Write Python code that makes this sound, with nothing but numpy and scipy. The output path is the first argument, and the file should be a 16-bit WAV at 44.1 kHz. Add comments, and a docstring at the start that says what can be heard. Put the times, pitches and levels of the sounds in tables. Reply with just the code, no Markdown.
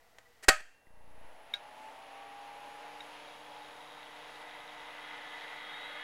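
"""Desktop computer switched on

A finger presses the power switch of an open computer in a quiet room: filtered noise snaps and steel modes ring.
Two fans run up as gliding blade tones over rushing air; the hard drive ticks twice through its latch and cover,
then its spindle gathers speed as motor and bearing orders over a throbbing hiss. The gain control of a nearby
camera ducks at the snap and climbs back in small steps, each one a faint low thump."""
import sys
import numpy as np
from scipy import signal
from scipy.fft import rfft, irfft
from scipy.io import wavfile
from scipy.ndimage import uniform_filter1d

SR = 44100
rng = np.random.default_rng(int(sys.argv[2]) if len(sys.argv) > 2 else 0)


def wav_out(sig):
    """Save sig, one row per channel (or a flat mono array), as 16-bit PCM at SR to the path in sys.argv[1]."""
    wavfile.write(sys.argv[1], SR, np.round(np.clip(np.atleast_2d(sig).T, -1, 1) * 32767).astype(np.int16))


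N = 266275
T = np.arange(N) / SR
HZ = np.fft.rfftfreq(N, 1 / SR) + 1e-3  # kept above zero for logs and divisions

# Colour of a hard snap, shared by switch and latch. Each row: frequency in Hz, relative density in dB per Hz.
SNAP_COLOUR = [(150, -34), (250, -10), (1020, -10), (1450, -6.5), (1910, -1), (2130, -9), (2530, -6.5),
               (3650, -15), (4570, -11), (5730, -16), (7980, -13.5), (12500, -26), (16000, -35)]


def undb(db):
    """Decibels to gain."""
    return 10 ** (np.asarray(db) / 20)


def level(x, db):
    """Scale to an rms level in dB."""
    return x * undb(db) / np.sqrt(np.mean(x ** 2))


def read(table, at):
    """Straight lines between (Hz, value) rows on a log frequency axis."""
    rows = np.array(table)
    return np.interp(np.log(at), np.log(rows[:, 0]), rows[:, 1])


def lifts(peaks, hz):
    """Gain of resonances, rows of (Hz, width Hz, lift dB), standing on a flat response."""
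    return 1 + sum((undb(db) - 1) / (1 + (2 * (hz - f) / width) ** 2) for f, width, db in peaks)


def walk(rate):
    """Random levels held 1 / rate s and slewed twice; spread near 1."""
    hold = int(SR / rate)
    steps = np.repeat(rng.standard_normal(N // hold + 1), hold)
    return 1.3 * uniform_filter1d(uniform_filter1d(steps, hold), hold)[:N]


def coloured(gain):
    """Steady noise of the given colour, rms 1."""
    return level(irfft(rfft(rng.standard_normal(N)) * gain, N), 0)


def bands(gain, envelope):
    """Coloured noise in overlapping bands an octave apart, each under its own envelope(centre Hz)."""
    noise = rfft(rng.standard_normal(N)) * gain
    noise /= np.sqrt(2 * np.sum(np.abs(noise) ** 2)) / N  # rms 1 before the envelopes
    out = 0
    for hz in 20 * 2. ** np.arange(11):
        share = np.clip(1 - np.abs(np.log2(HZ / hz)), 0, 1)
        out = out + envelope(hz) * irfft(noise * share, N)
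    return out


def burst(s, rise, decay):
    """Envelope that rises straight, holds for one more rise time and dies away exponentially."""
    t = T - s
    return np.clip(t / rise, 0, 1) * np.exp(-np.clip(t - 2 * rise, 0, None) / decay)


def tone(phase, db, waver_db=0.0):
    """A sine around rms level db that wavers slowly."""
    return np.sqrt(2) * undb(db + waver_db * walk(4.967)) * np.sin(phase + rng.uniform(0, 2 * np.pi))


def ring(push, modes, beat_db=0.):
    """Resonances that gather the energy of a rattling push and let it die away."""
    beats_per_s = 30  # rate of the wavering, where there is any
    out = 0
    for hz, db, t60 in modes:
        keep = np.exp(-2 * np.log(1000) / (t60 * SR))
        energy = signal.lfilter([.01], [1, -keep], push ** 2)
        gain = undb(db + beat_db * walk(beats_per_s))
        out = out + gain * np.sqrt(energy) * np.sin(2 * np.pi * hz * T + rng.uniform(0, 2 * np.pi))
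    return out


def quiet_room():
    """Steady low-heavy noise with two faint resonant peaks, each band drifting a little in level."""
    # The room's colour. Each row: frequency in Hz, relative density in dB per Hz.
    colour = [(12, -44), (20, -10.5), (35, -14), (146, -20), (542, -26.5), (678, -12), (1000, -19),
              (2020, -21), (2530, -24.5), (3950, -27.5), (8890, -34), (10200, -33), (16000, -36)]
    # Faint hums in the noise. Each row: frequency in Hz, width in Hz, lift in dB.
    hums = [(479.5, 52, 16), (1950, 82, 9.5)]
    return undb(-66) * bands(undb(read(colour, HZ)) * lifts(hums, HZ), lambda hz: undb(0.79 * walk(3.5)))


def small_sounds():
    """Plunger squeaks and thin whistles are short sines; a low bump and faint rustles are shaped noise."""
    # Rubs of the plunger. Each row: start in seconds, level in dB, rise in seconds, decay in seconds.
    squeaks = [(.245, -64, .014, .005), (.868, -55, .0012, .003)]
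    # Whistles that arch up and down. Each row: time at the top in seconds, top in Hz,
    # bend in Hz per second squared, half length in seconds, level in dB.
    whistles = [(3.11, 8400, 45000, .14, -85), (3.13, 9950, 40000, .14, -85),
                (5.58, 13650, 85000, .09, -87)]
    # A soft low bump: start in seconds, level in dB, centre in Hz.
    bump = (1.79, -64, 310)
    # Brief swells of treble hiss. Each row: centre in seconds, level in dB, length in seconds.
    rustles = [(1.86, -73, .13), (4.36, -73.5, .12), (5.4, -78, .06)]

    squeak_hz = 1950
    out = sum(burst(s, rise, decay) * tone(2 * np.pi * squeak_hz * T, db) for s, db, rise, decay in squeaks)
    for s, hz, bend, half, db in whistles:
        t = T - s
        arch = 2 * np.pi * (hz * t - bend * t ** 3 / 3)
        out = out + np.exp(-(t / half) ** 6) * tone(arch, db + 4 * walk(30))
    bump_s, bump_db, bump_hz = bump
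    bump_noise = coloured(1 / (1 + ((HZ - bump_hz) / 70) ** 2))
    out = out + undb(bump_db) * burst(bump_s, 0.0133, 0.013) * bump_noise
    swell = sum(undb(db) * np.exp(-((T - s) / length) ** 2) for s, db, length in rustles)
    return out + swell * coloured(1 / (1 + ((HZ - 7000) / 3500) ** 2))


def latch():
    """Pushes of a few milliseconds ring the drive's small latch and its cover, with a thin bright edge."""
    # The two ticks. Each row: start in seconds, level in dB, share that reaches the cover in dB.
    ticks = [(1.5369, -22, -9), (3.004, -39, -7)]
    # Modes of the latch. Each row: frequency in Hz, relative level in dB, time to fall 60 dB in seconds.
    latch_modes = [(3760, 4.5, 0.006), (3790, -19, 0.1), (3874, -18, 0.089)]
    # Modes of the cover. Each row: frequency in Hz, relative level in dB, time to fall 60 dB in seconds.
    cover_modes = [(1430, -16.5, 0.18), (1620, -8.5, 0.094), (2200, 3.5, 0.018), (2800, -19, 0.062),
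                   (3300, -3, 0.028), (5400, -11, 0.012)]
    edge_late_s, echo_db, echo_decay_s = .0017, -16.5, 0.02

    push = sum(undb(db) * burst(s, 0.0022, .0012) for s, db, _ in ticks)
    spread = sum(undb(db + cover_db) * burst(s, 0.001, 0.0007) for s, db, cover_db in ticks)
    edge_noise = undb(-16.5) * coloured(undb(read(SNAP_COLOUR, HZ)) * (HZ / (HZ + 12000)) ** 3)
    edge = np.roll(spread, int(edge_late_s * SR)) * edge_noise
    # the tick rattles on inside the case
    echo = sum(undb(db + cover_db + echo_db) * burst(s, 0.0023, echo_decay_s) for s, db, cover_db in ticks)
    echo = echo * coloured(1 / (1 + ((HZ - 3000) / 1800) ** 2))
    return ring(push, latch_modes) + ring(spread, cover_modes) + edge + echo


def drive():
    """Motor and bearing orders sweep up through the shell's resonances over a bearing hiss that rings them too."""
    # Colour of the shell. Each row: frequency in Hz, relative density in dB per Hz.
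    colour = [(400, -24.5), (800, -4.5), (1100, -14.5), (1600, -6), (2500, -8.5), (3500, -7.5),
              (4300, -15.5), (6000, -24), (9000, -42)]
    # Resonances of the shell. Each row: frequency in Hz, width in Hz, lift in dB.
    resonances = [(1235, 94, 11), (1462, 47, 8.5), (1740, 23, 10), (1980, 60, 15), (2080, 70, 12),
                  (3000, 180, 8.5), (8100, 140, 26), (3300, 90, 19), (3720, 70, 19), (3840, 90, 19)]
    # the spindle gains speed evenly up to a knee, then its pull slowly fades
    start_s, gain_per_s2, knee_s, fade_s = 3.031, 42, 5.15, 5.3
    bearing_ratio = .884  # bearing orders per spindle order

    pull = (T > start_s) * gain_per_s2 * np.exp(-np.clip(T - knee_s, 0, None) / fade_s)
    turns = np.cumsum(pull) / SR  # per second
    phase = 2 * np.pi * np.cumsum(turns) / SR
    speed = turns / 120
    # three-phase motor: every third order stands out
    motor = sum(tone(k * phase, -15 + (4 if k % 3 == 0 else 0), 2.5) for k in range(18, 40))
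    bearing = sum(tone(k * bearing_ratio * phase, -12, 2.5) for k in range(11, 24))
    shell = undb(read(colour, HZ)) * lifts(resonances, HZ)
    shell /= np.sqrt(np.mean(shell[HZ < 4000] ** 2))
    upper = 1 / (1 + (2700 / HZ) ** 10)  # the treble share
    whir = irfft(rfft(motor + bearing) * shell * (1 - .45 * upper), N) * speed ** 2.2
    # the treble of the hiss comes early and throbs three times a turn, at speed also once a turn
    throb = np.exp(1.1 * (np.cos(3 * phase) - 1) + .6 * speed * np.cos(phase))
    hiss = speed ** 1.18 * bands(shell * (1 - upper), lambda hz: undb(1.3 * walk(11)))
    hiss = hiss + undb(-4.5) * throb * speed ** 0.34 * coloured(shell * upper)
    return undb(-49) * (hiss + undb(-3) * whir)


def frame_db(hz):
    """How loud the first fan's frame sounds each pitch, in dB; it is deaf to the lowest."""
    # Resonances of the frame. Each row: frequency in Hz, width in Hz, lift in dB.
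    resonances = [(482, 30, 7), (640, 140, 14), (750, 30, 9), (814, 44, 21.5), (867, 30, 24),
                  (1145, 64, 19)]
    base_db, low_hz = -73, 446
    return base_db + 20 * np.log10(lifts(resonances, hz) / (1 + (low_hz / hz) ** 12))


def fans():
    """Blade tones and rushing air; the air grows as a power of speed, the treble more steeply."""
    # The two fans. Each row: top blade rate in Hz, start in seconds, run-up time constant in seconds.
    run_ups = [(120.3, .57, .55), (150.6, .53, .58)]
    # Blade tones, one list per fan. Each row: multiple of the blade rate, level in dB
    # (on top of the frame's response for the first fan, at full speed for the second).
    blades = [
        [(4, 0), (5, -8), (6, -3), (8, -2), (9, -11), (10, -9), (11, -11)],
        [(1, -78), (2, -67), (3, -70), (5, -65), (6, -66), (7, -72)],
    ]
    # Colour of the rushing air. Each row: frequency in Hz, relative density in dB per Hz.
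    air_colour = [(59, -72), (100, -28), (147, -18), (210, -16.5), (289, -9.5), (350, -14.5), (461, -7.5),
                  (513, -8.5), (930, -4), (1280, -5), (1680, -4), (2860, -5.5), (8830, -31.5),
                  (10700, -26.5), (16000, -45)]
    # Resonances in the air's path. Each row: frequency in Hz, width in Hz, lift in dB.
    ducts = [(510, 46, 3.5), (600, 73, 8.5), (897, 170, 8), (6690, 210, 6)]
    # Hiss of the power supply: centre in Hz, width in Hz, full-speed level in dB.
    supply_hiss = (10460, 800, -74.5)
    dropout_s, dropout_half_s, dropout_db = 3.26, 0.18, -21
    settle_s, settle_takes_s, settle_db = 3.615, 0.15, -11

    speeds = [np.clip(1 - np.exp(-(T - s) / tau), 1e-3, 1) for _, s, tau in run_ups]
    rates = [row[0] * speed for row, speed in zip(run_ups, speeds)]
    first, second = (2 * np.pi * np.cumsum(hz) / SR for hz in rates)
    # the tones of the first fan take turns as they glide through the resonances of its frame
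    first_tones = sum(tone(k * first, db + frame_db(k * rates[0]), 1.1) for k, db in blades[0])
    # its seventh tone drops out for a moment, returns, then settles lower
    fade_db = dropout_db * np.exp(-((T - dropout_s) / dropout_half_s) ** 4)
    fade_db = fade_db + settle_db * np.clip((T - settle_s) / settle_takes_s, 0, 1)
    first_tones = first_tones + tone(7 * first, frame_db(7 * rates[0]) + fade_db, .5)
    second_tones = sum(tone(int(k) * second, db, 1.0) for k, db in blades[1])
    tones = first_tones * speeds[0] ** 2.8 + speeds[1] ** 8.5 * second_tones

    swell_db = .5 * walk(1.5)  # shared by all bands

    def rush(hz):
        """Growth of one band with speed, with a flicker of its own."""
        power = np.clip(2.45 + 1.06 * np.log2(hz / 1000), .5, 9)
        return speeds[1] ** power * undb(swell_db + walk(9.7))

    air = undb(-51.5) * bands(undb(read(air_colour, HZ)) * lifts(ducts, HZ), rush)
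    hz, width, db = supply_hiss
    supply = undb(db) * speeds[1] ** 0.95 * coloured(1 / (1 + (2 * (HZ - hz) / width) ** 2))
    return tones + air + supply


def switch():
    """Each movement rattles briefly, rings the case and dies away in the room."""
    # Finger on the switch. Each row: start in seconds, level in dB, rise in seconds, tilt in dB per octave.
    presses = [(0.1847, -48, 0.000477, -2), (0.424, -46.5, .012, 0.5), (0.4823, -4.5, 0.0049, -0.9),
               (0.601, -45.5, 0.0039, -2)]
    # Modes of the steel case. Each row: frequency in Hz, relative level in dB, time to fall 60 dB in seconds.
    case_modes = [(610, -10, .18), (670, -17, .2), (770, -3, .1), (1270, -6, .2), (1500, -3, .08),
                  (1570, -5, .07), (1610, -45, 1.4), (1814, -43, 1.2), (1885, -3, .12), (2190, -16, .15),
                  (2590, -20, .12), (2420, -16, .1), (2735, -48, 2.4), (3195, -33, .45), (4550, -13, .07),
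                  (5880, -24, .1), (6450, -47, .8), (6830, -7, .05), (7350, -8, .06), (8010, -11, .07)]
    # Decay of the room. Each row: frequency in Hz, time to fall 60 dB in seconds.
    room_t60 = [(400, .2), (1000, .21), (3000, .24), (8000, .21), (15000, .18)]
    rattle_s, room_low_hz = 0.0036, 420

    snaps, blow = 0, 0
    for s, db, rise, tilt_db in presses:
        colour = undb(read(SNAP_COLOUR, HZ) + tilt_db * np.log2(HZ / 2000))
        hit = undb(db) * burst(s, rise, rattle_s)
        snaps = snaps + hit * coloured(colour)
        blow = blow + hit
    case = undb(-16) * ring(blow, case_modes, beat_db=2.5)

    def tail(hz):
        """The room smooths the blow's power with a decay of its own in each band."""
        keep = np.exp(-2 * np.log(1000) / (read(room_t60, hz) * SR))
        near = signal.lfilter([.002], [1, -keep], blow ** 2)
        # a faint later part from the far walls lasts over twice as long
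        far = signal.lfilter([.00003], [1, -keep ** .4], blow ** 2)
        return np.sqrt(near + far)

    # the case's modes colour the tail, each 110 Hz wide and lifted 6 dB
    tail_colour = undb(read(SNAP_COLOUR, HZ)) * lifts([(hz, 110, 6) for hz, _, _ in case_modes], HZ)
    tail_colour = tail_colour / (1 + (room_low_hz / HZ) ** 4)
    return snaps + case + undb(-13) * bands(tail_colour, tail)


def scene():
    """Everything as it reaches the one microphone."""
    return (quiet_room() + small_sounds() + latch() + drive() + fans() + switch())[None]


def record(dry):
    """The first loud peak cuts the gain at once; it holds, then climbs step by step. The amplifier's offset
    is scaled too, so every change thumps through the coupling capacitor."""
    limit, hold_s, step_s, steps, step_db = .12, .3895, .03415, 12, .45
    lopsided, bias, coupling_hz, top_hz, offset = .28, -.06, 1.9, 15800, -.0004

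    cut = np.zeros(N)  # in steps
    loud = np.flatnonzero(np.abs(dry[0]) > limit)
    if len(loud):
        since = T - T[loud[0]]
        climbed = np.ceil(np.clip(since - hold_s, 0, None) / step_s)
        cut = (since > 0) * np.clip(steps - climbed, 0, None)
    gain = uniform_filter1d(undb(-step_db * cut), size=12)
    # the microphone bends loud sound more one way than the other
    bent = np.tanh(dry) + lopsided * np.tanh(dry) ** 2
    coupling = signal.butter(1, coupling_hz, "high", fs=SR)
    coupled = signal.lfilter(*coupling, gain * (bent + bias) - bias)
    # steep treble limit
    top = signal.ellip(10, .2, 70, top_hz, fs=SR, output="sos")
    return signal.sosfilt(top, coupled) + offset


dry = scene()
out = record(dry)
wav_out(out)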